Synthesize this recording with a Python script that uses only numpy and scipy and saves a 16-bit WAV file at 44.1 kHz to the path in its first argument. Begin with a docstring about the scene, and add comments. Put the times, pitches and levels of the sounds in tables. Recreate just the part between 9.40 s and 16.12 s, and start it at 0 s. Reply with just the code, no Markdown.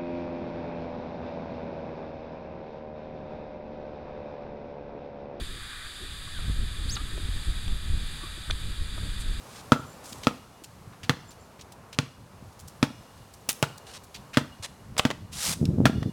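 """A basketball bounces on a concrete driveway, close to a hand-held microphone. Each bounce is a slap,
a thud while the ball is squashed and a faint ping of the air inside; a garage door and trees answer.
Hands slap the ball, and shoes land, scuff and drag on grit. Far traffic and leaves rush behind a few
thin chirps, and at the end a gust buffets the microphone."""
import sys
import numpy as np
from scipy import signal
from scipy.fft import rfft, irfft, next_fast_len
from scipy.io import wavfile
from scipy.ndimage import uniform_filter1d, map_coordinates

SR = 44100
rng = np.random.default_rng(int(sys.argv[2]) if len(sys.argv) > 2 else 0)


def master(y):
    """Save y as 16-bit WAV."""
    cut = np.clip(np.atleast_2d(y).T, -1, 1)
    pcm = np.round(cut * 32767)  # scale
    wavfile.write(sys.argv[1], SR, pcm.astype(np.int16))


N = 296352

# modes of the ball's skin: (frequency [Hz], level [dB], t60 [s])
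SKIN_MODES = [(483.4, -11.5, 0.081), (621, -2.5, 0.028), (880, -6.5, 0.028), (1625, -2, 0.0081),
              (3120, -2, 0.0038)]


def ball():
    """Each bounce: a slap, a thud, the skin ringing at touch and lift-off, then the ping in flight."""
    # (time [s], slap [dB], squash [dB], bulge [dB], skin [dB], flutter [dB], flutter [Hz], ping [dB])
    bounces = [(0.3202, -1, -13, -2, -13, -1.5, 1343, -62), (0.8702, 1, -20, -6.5, -18, -8, 1330, -57),
               (1.6954, 2.5, -14, -13.5, -16, -23, 1300, -54.5), (2.588, 3, -16, -16, -23, -19, 1440, -61),
               (3.4283, -2, -17, -4.5, -15, -23, 1370, -54.5),
               (4.227, 3.5, -15.5, -25, -14.5, -15, 1455, -54), (4.9715, 0, -14, -4, -12.5, -16, 1340, -55),
               (5.652, -3, -19.5, -5.5, -18, -26, 1400, -61), (6.4551, -3, -11, -5, -9, -16.5, 1420, -48.5)]
    # the skin springs back at lift-off: (frequency [Hz], level [dB], t60 [s])
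    peel_modes = [(1400, 0, .018), (1620, -4, .015), (950, -6, .02)]
    track, t = np.zeros(N), np.arange(SR) / SR
    onset = 1 - np.exp(-t / .0022)
    for s, slap_db, squash_db, bulge_db, skin_db, flutter_db, flutter_hz, ping_db in bounces:
        width_s = (.23 + .0077 * bulge_db) / 1000  # the slap widens with the bulge
        impact = amp(slap_db) * (slap(t / width_s) + onset * scatter(t))
        body = onset * thud(t, squash_db, bulge_db)
        smack = lowpass((decay(t, .013) + decay(t, .092, -4.5)) * rng.standard_normal(SR), 4000)
        skin = amp(skin_db) * (ring(SKIN_MODES, t, spread_db=2, detune=.03) + 1.5 * smack)
        skin *= t > width_s  # heard once the slap's pulse has passed
        flutter = np.sin(2 * np.pi * flutter_hz * np.maximum(t - .0002, 0))  # the skin's strongest mode
        flutter *= decay(t, .018, flutter_db)
        peel = amp(skin_db - 1) * onset * ring(peel_modes, t, spread_db=2.5, detune=.051)
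        peel = np.roll(peel, round(.0095 * SR))
        add(track, s, impact + body + skin + flutter + peel + amp(ping_db) * ping(t))
    return track


def slap(widths, round_trip_s=.001343):
    """Trapped air shoots out; the pulse crosses the ball and returns twice. Time is in pulse widths."""
    push = np.sin(np.pi * np.minimum(widths, 1)) ** 2
    pulse = push - 1.9 * np.exp(-widths) * np.clip(widths - .8, 0, 1)
    echoes = sum((-.35) ** k * np.roll(pulse, round(k * round_trip_s * SR)) for k in (1, 2))
    return lowpass(pulse + echoes, 12000, order=3)


def scatter(t):
    """Rough ground and trunks spread the slap into a short hiss."""
    hiss = decay(t, .17, -36) * rng.standard_normal(len(t))
    return filtered(hiss, lambda hz: 1j * hz / (1500 + 1j * hz) / (1 + 1j * hz / 6000) ** 2)


def thud(t, squash_db, bulge_db, squash_hz=138, bulge_hz=251.5, contact_s=.0125):
    """The flattened ball's two low modes, partly choked as it leaves the ground."""
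    squash = -np.sin(2 * np.pi * squash_hz * (t - .0004)) * decay(t, .11, squash_db)
    bulge = np.cos(2 * np.pi * bulge_hz * t) * decay(t, .034, bulge_db)
    on_ground = 1 / (1 + np.exp(np.clip((t - contact_s) / .0017, -50, 50)))
    return (squash + bulge) * (on_ground + .4)


def ping(t):
    """The air inside rings; each mode wavers as spin turns it towards the microphone and away."""
    # (frequency [Hz], level [dB], t60 [s])
    air_modes = [(2190, -7, .45), (2866, -5, 1.6), (3250, -11, .8), (3515, -7, 1.2), (3745, -7, .5),
                 (4136, -10, 1.5), (4432, -8, 1.2), (4748, -10, 1.2), (5270, -10, 1.2), (5932, -11, 1.5)]
    ringing = np.zeros(len(t))
    for mode in air_modes:
        spin_db = 2 * wobble(10, len(t)) + 4 * wobble(70, len(t))
        ringing += amp(spin_db) * ring([mode], t, spread_db=1.5, detune=.001)
    return ringing * (1 - np.exp(-t / .049))


def smacks():
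    """A shoe strikes the concrete at 4.09 s, then palms hit the ball: each a crack, a puff and a ring."""
    # (time [s], crack [dB], body [dB], pitch and decay rate [factor])
    hits = [(4.0897, -30, -27, 1.39), (5.567, -27, -34, 0.69), (5.5952, 0, -15.5, 1.3),
            (5.704, -16, -24.5, 1.16), (5.711, -50, -23.5, 1.22), (6.629, -48, -33, 2.14)]
    track, t = np.zeros(N), np.arange(SR // 8) / SR
    for s, crack_db, body_db, factor in hits:
        crack = decay(t, .003, crack_db) * np.sin(2 * np.pi * 3000 * t)
        puff = lowpass(decay(t, .028, 9.5) * rng.standard_normal(len(t)), 3000)
        ringing = ring(SKIN_MODES[:4], factor * t, spread_db=3.5, detune=.023)
        add(track, s, crack + amp(body_db) * (puff + ringing))
    return track


def scuffs(faint_count=70):
    """Short sprays of grit under a sole, each with its own colour; fainter ones fall at random."""
    # (time [s], level [dB], centre [Hz], t60 [s])
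    sole_scuffs = [(0.723, -32, 4600, 0.039), (0.832, -30.5, 3520, 0.092), (1.2365, -36, 5700, 0.068),
                   (1.525, -37.5, 1280, 0.048), (1.6303, -34, 3000, 0.11), (1.9041, -38, 5450, 0.088),
                   (2.192, -34, 2980, 0.04), (2.208, -34, 4200, 0.047), (2.32, -33.5, 6000, 0.034),
                   (2.5255, -34.5, 3360, 0.079), (3.126, -34, 5400, 0.019), (3.1914, -34.5, 6800, 0.067),
                   (3.275, -36.5, 7800, 0.08), (3.772, -41, 4200, 0.052), (3.935, -37.5, 6900, 0.065),
                   (4.0893, -14.5, 8500, 0.055), (4.0906, -22.5, 2780, 0.077), (4.118, -21, 9700, 0.01),
                   (4.1288, -18, 9500, 0.0066), (4.377, -30, 7660, 0.02), (4.636, -34, 8500, 0.039),
                   (4.742, -32.5, 3560, 0.1), (4.9319, -34, 2240, 0.23), (6.252, -30.5, 3980, 0.027)]
    track, t = np.zeros(N), np.arange(SR // 6) / SR
    for s, db, centre_hz, t60 in sole_scuffs:
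        add(track, s, spray(t, db, centre_hz, t60))
    for when, size, colour in rng.random((faint_count, 3)):
        add(track, when * N / SR, spray(t, -52 + 6 * size, 3500 * (1 + 1.7 * colour), t60=.053))
    return track


def spray(t, db, centre_hz, t60):
    """A burst of grit grains in one broad resonance."""
    grains = rng.standard_normal(len(t)) * amp(4 * rng.standard_normal(len(t)) + 4 * wobble(600, len(t)))
    band = lambda hz: (1j * hz * centre_hz / (centre_hz ** 2 - hz ** 2 + 1.5j * hz * centre_hz)) ** 2
    rise_s = .0065 * np.exp(-.17 * (db + 35))  # harder scuffs bite sooner
    return decay(t, t60, db) * (1 - np.exp(-t / rise_s)) * unit(filtered(grains, band))


def drags(swell_db_per_s=114, sag_db_per_s=52, edge_db=26):
    """A sole lands, speeds up, slows and lifts: dense grains, brightest when fastest."""
    # (start [s], fastest [s], end [s], level [dB], brightness [dB])
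    strokes = [(0.063, 0.162, 0.21, -44.5, -7), (0.644, 0.66, 0.98, -53, 11.5),
               (4.094, 4.116, 4.11, -34, 0), (4.467, 4.466, 4.56, -43.5, -11),
               (4.537, 4.57, 4.578, -41.5, -11), (5.226, 5.251, 5.262, -31.5, -14.5),
               (5.579, 5.588, 5.599, -24, -3.5), (5.926, 6.06, 6.137, -27.5, 3.5)]
    # sole on concrete: (frequency [Hz], relative level [dB])
    grit_spectrum = [(290, -40), (500, -7.5), (778, -8), (2350, -6), (3560, -2), (9280, -3), (17000, -19.5)]
    grit = rush(grit_spectrum, patchy_db=1.5, lumps=amp(1.5 * wobble(400) + 4.5 * rng.standard_normal(N)))
    treble = filtered(grit, lambda hz: hz ** 2 / (hz ** 2 + 6000 ** 2))
    track = np.zeros(N)
    for start, fastest, end, db, bright_db in strokes:
        first_db = db - swell_db_per_s * (fastest - start)
        last_db = db - sag_db_per_s * (end - fastest)
        landing = (start - .075 * (end - start), first_db - edge_db)
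        lifting = (end + .14 * (end - start), last_db - edge_db)
        outline = [landing, (start, first_db), (fastest, db), (end, last_db), lifting]
        level_db = curves(outline, outside=-120)[0]
        treble_gain = amp(bright_db + .17 * (level_db - db))
        track += amp(level_db) * (grit - treble + treble_gain * treble)
    return track


def steps():
    """Soft heel landings, each one low push of about a cycle."""
    # (time [s], level [dB], pitch [Hz])
    heels = [(.722, -36.5, 215), (1.22, -39, 298), (1.473, -33, 110), (1.635, -36, 100), (2.19, -38.5, 111),
             (3.024, -36, 190), (4.087, -32, 293), (5.197, -35, 91)]
    track, t = np.zeros(N), np.arange(SR // 20) / SR
    for s, db, hz in heels:
        envelope = np.exp(-hz * t / .79) * (1 - np.exp(-hz * t / .21))
        add(track, s, amp(db + 6.5) * envelope * np.sin(2 * np.pi * hz * t))
    return track


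def yard(near, tail_db=-16.5):
    """Flat walls send dull copies; trees and houses a diffuse tail, new every half second."""
    # (delay [s], level [dB])
    wall_echoes = [(0.041, -20.5), (.075, -26.5), (.021, -28.5)]
    # (frequency [Hz], t60 [s])
    tail_times = [(100, 0.5), (400, 0.36), (1500, 0.43), (5000, 0.45), (12000, 0.47)]
    dull = lowpass(near, 1800)
    echoes = sum(amp(db) * np.pad(dull, (round(delay * SR), 0))[:N] for delay, db in wall_echoes)
    block = SR // 2
    for start in range(0, N, block):
        hz, t, noise = signal.stft(rng.standard_normal(block), SR, nperseg=256)
        tail = signal.istft(noise * decay(t, along(tail_times, hz)[:, None]), SR, nperseg=256)[1]
        tail *= amp(tail_db) / np.linalg.norm(tail)
        add(echoes, start / SR + .006, signal.fftconvolve(near[start:start + block], tail))
    return echoes


def wind(calm_db=-39, strong_db=-29.5):
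    """A breeze on the microphone turns to lumpy buffeting when strong, with eddies on top."""
    # (time [s], level [dB])
    wind_levels = [(0, -50), (.9, -49), (1.1, -57.5), (1.45, -51), (2.75, -51), (2.9, -49.5), (4.6, -53.5),
                   (4.9, -48.5), (5.4, -53), (5.5, -44.5), (5.7, -49), (5.82, -36.5), (5.88, -47.5),
                   (5.98, -39), (6.03, -56), (6.085, -34), (6.158, -43.5), (6.17, -30.5), (6.22, -28),
                   (6.29, -23.5), (6.42, -22.5), (6.56, -31.5), (6.67, -29), (6.72, -44)]
    # light and strong wind: (frequency [Hz], relative level [dB])
    breeze_spectrum = [(20, -4), (100, 4), (190, -3.5), (300, -15), (450, -27.5), (900, -86)]
    buffet_spectrum = [(25, -22), (110, -1), (200, -2), (330, -11), (550, -25), (1000, -50), (2500, -100)]
    level_db = curves(wind_levels)[0]
    strong = np.clip((level_db - calm_db) / (strong_db - calm_db), 0, 1)
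    breeze = rush(breeze_spectrum, patchy_db=2, lumps=amp(1.6 * wobble(31)))
    buffet = rush(buffet_spectrum, patchy_db=1.5, lumps=amp(4.5 * wobble(50)))
    return amp(level_db) * (np.sqrt(1 - strong) * breeze + np.sqrt(strong) * buffet) + eddies(level_db)


def eddies(wind_db, start_s=6.05, end_s=6.69, small_count=26):
    """Single eddies burst on the microphone in the gust; smaller, random ones follow the wind's level."""
    # (time [s], level [dB], pitch [Hz])
    pops = [(6.215, -11, 206), (6.229, -8, 224), (6.29, -9, 174), (6.385, -8, 259), (6.404, -5, 295),
            (6.415, -9.5, 260), (6.498, -12, 292.5), (6.583, -13, 154), (6.624, -14.5, 215),
            (6.661, -13, 203)]
    small = []
    for when, size, tone in rng.random((small_count, 3)):
        s = start_s + when * (end_s - start_s)
        small.append((s, wind_db[int(s * SR)] + 4.5 + 6 * size, 130 + 130 * tone))
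    track, t = np.zeros(N), np.arange(-SR // 50, SR // 50) / SR
    for s, db, hz in pops + small:
        cycles = hz * t
        before = .24 * np.exp(-((cycles + .5) / .68) ** 2)
        dip = 2 * np.exp(-np.sqrt((cycles / .16) ** 2 + .5))
        after = .5 * np.exp(-((cycles - .5) / .45) ** 2)
        add(track, s + t[0], amp(db) * (before - dip + after))
    return track


def traffic_and_leaves():
    """Far traffic rushes low and leaves hiss above it, both drifting in level."""
    # (time [s], traffic [dB], leaves [dB])
    levels = [(0, -50.5, -53.5), (.9, -48.5, -56), (1.1, -56, -60), (1.6, -52.5, -60), (2.7, -54.5, -63),
              (3.3, -54.5, -59), (4.9, -54, -59.5), (5.9, -56, -62.5), (6.72, -56.5, -59)]
    # (frequency [Hz], relative level [dB])
    traffic_spectrum = [(120, -16.5), (200, -8), (330, -12.5), (450, -10.5), (1100, -12), (1850, -22.5),
                        (2900, -27.5), (6000, -82)]
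    leaf_spectrum = [(900, -11), (1700, -3), (4000, 0), (7000, -1), (12000, -2.5), (17500, -12.5)]
    traffic_db, leaves_db = curves(levels)
    traffic = amp(traffic_db + .6 * wobble(6)) * rush(traffic_spectrum, patchy_db=.8)
    leaves = amp(leaves_db + .16 * wobble(21)) * rush(leaf_spectrum, patchy_db=-.1)
    return traffic + leaves


def chirps(pitch_hz=7240):
    """A faint, thin tone flickers in short swells."""
    # (time [s], length [s], level [dB])
    swells = [(0.32, 0.26, -56.5), (1.853, 0.072, -55.5), (1.99, 0.063, -57.5)]
    envelope, t = np.zeros(N), np.arange(N) / SR
    for s, length, db in swells:
        progress = np.clip((t - s) / length, 0, 1)
        envelope += amp(db) * np.sqrt(np.abs(np.sin(np.pi * progress)))
    return envelope * wobble(160) * np.sin(2 * np.pi * pitch_hz * t)


def amp(db):
    return 10 ** (np.asarray(db) / 20)


def decay(t, t60, db=0):
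    """An envelope that starts at db and falls 60 dB in t60 seconds."""
    return amp(db - 60 * t / t60)


def unit(x):
    return x / np.sqrt(np.mean(x ** 2) + 1e-20)


def along(points, hz):
    """Interpolates (frequency [Hz], value) points on a log axis."""
    knots_hz, values = np.transpose(points)
    return np.interp(np.log(hz + 1), np.log(knots_hz + 1), values)


def curves(rows, outside=None):
    """One value per sample for each column after the time."""
    s, *columns = np.transpose(rows)
    return [np.interp(np.arange(N) / SR, s, column, outside, outside) for column in columns]


def wobble(rate, size=N):
    """A smooth random curve, rate knots a second."""
    knots = rng.standard_normal(int(size * rate / SR) + 4)
    return map_coordinates(knots, [np.arange(size) * rate / SR])


def filtered(x, response):
    """x through a frequency response."""
    size = next_fast_len(len(x) + 8192)
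    return irfft(rfft(x, size) * response(np.fft.rfftfreq(size, 1 / SR)), size)[:len(x)]


def lowpass(x, corner_hz, order=2):
    return filtered(x, lambda hz: 1 / (1 + 1j * hz / corner_hz) ** order)


def rush(spectrum, patchy_db, lumps=1):
    """Coloured noise of rms 1 with patches of random gain."""
    cells = signal.stft(lumps * rng.standard_normal(N), nperseg=512)[2]
    patches = uniform_filter1d(rng.standard_normal(cells.shape), size=6, axis=0)
    patches = uniform_filter1d(patches, size=12, axis=1)
    noise = signal.istft(cells * amp(patchy_db * unit(patches)), nperseg=512)[1][:N]
    return unit(filtered(noise, lambda hz: amp(along(spectrum, hz))))


def ring(modes, t, spread_db, detune):
    """Damped modes, varied in strength and pitch at every strike."""
    return sum(decay(t, t60, db + spread_db * rng.standard_normal())
               * np.sin(2 * np.pi * hz * (1 + detune * rng.standard_normal()) * t)
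               for hz, db, t60 in modes)


def add(track, s, sound):
    """Lays a sound on the track at time s."""
    part = track[round(s * SR):][:len(sound)]
    part += sound[:len(part)]


def scene():
    """Ball and player close by, the yard's answer, the background and the wind, in mono."""
    near = ball() + smacks() + scuffs() + drags() + steps()
    return (near + yard(near) + traffic_and_leaves() + chirps() + wind())[None]


def record(dry, top_hz=17560):
    """The microphone drops deep bass and dulls the top; the input rounds off peaks and limits the band."""
    mic = filtered(dry[0], lambda hz: (1j * hz / (45 + 1j * hz)) ** 2 / (1 + 1j * hz / 11000))
    rounded = mic / (1 + np.abs(mic) ** 8) ** (1 / 8)
    return filtered(rounded, lambda hz: hz < top_hz)[None]


dry = scene()
out = record(dry)
master(out)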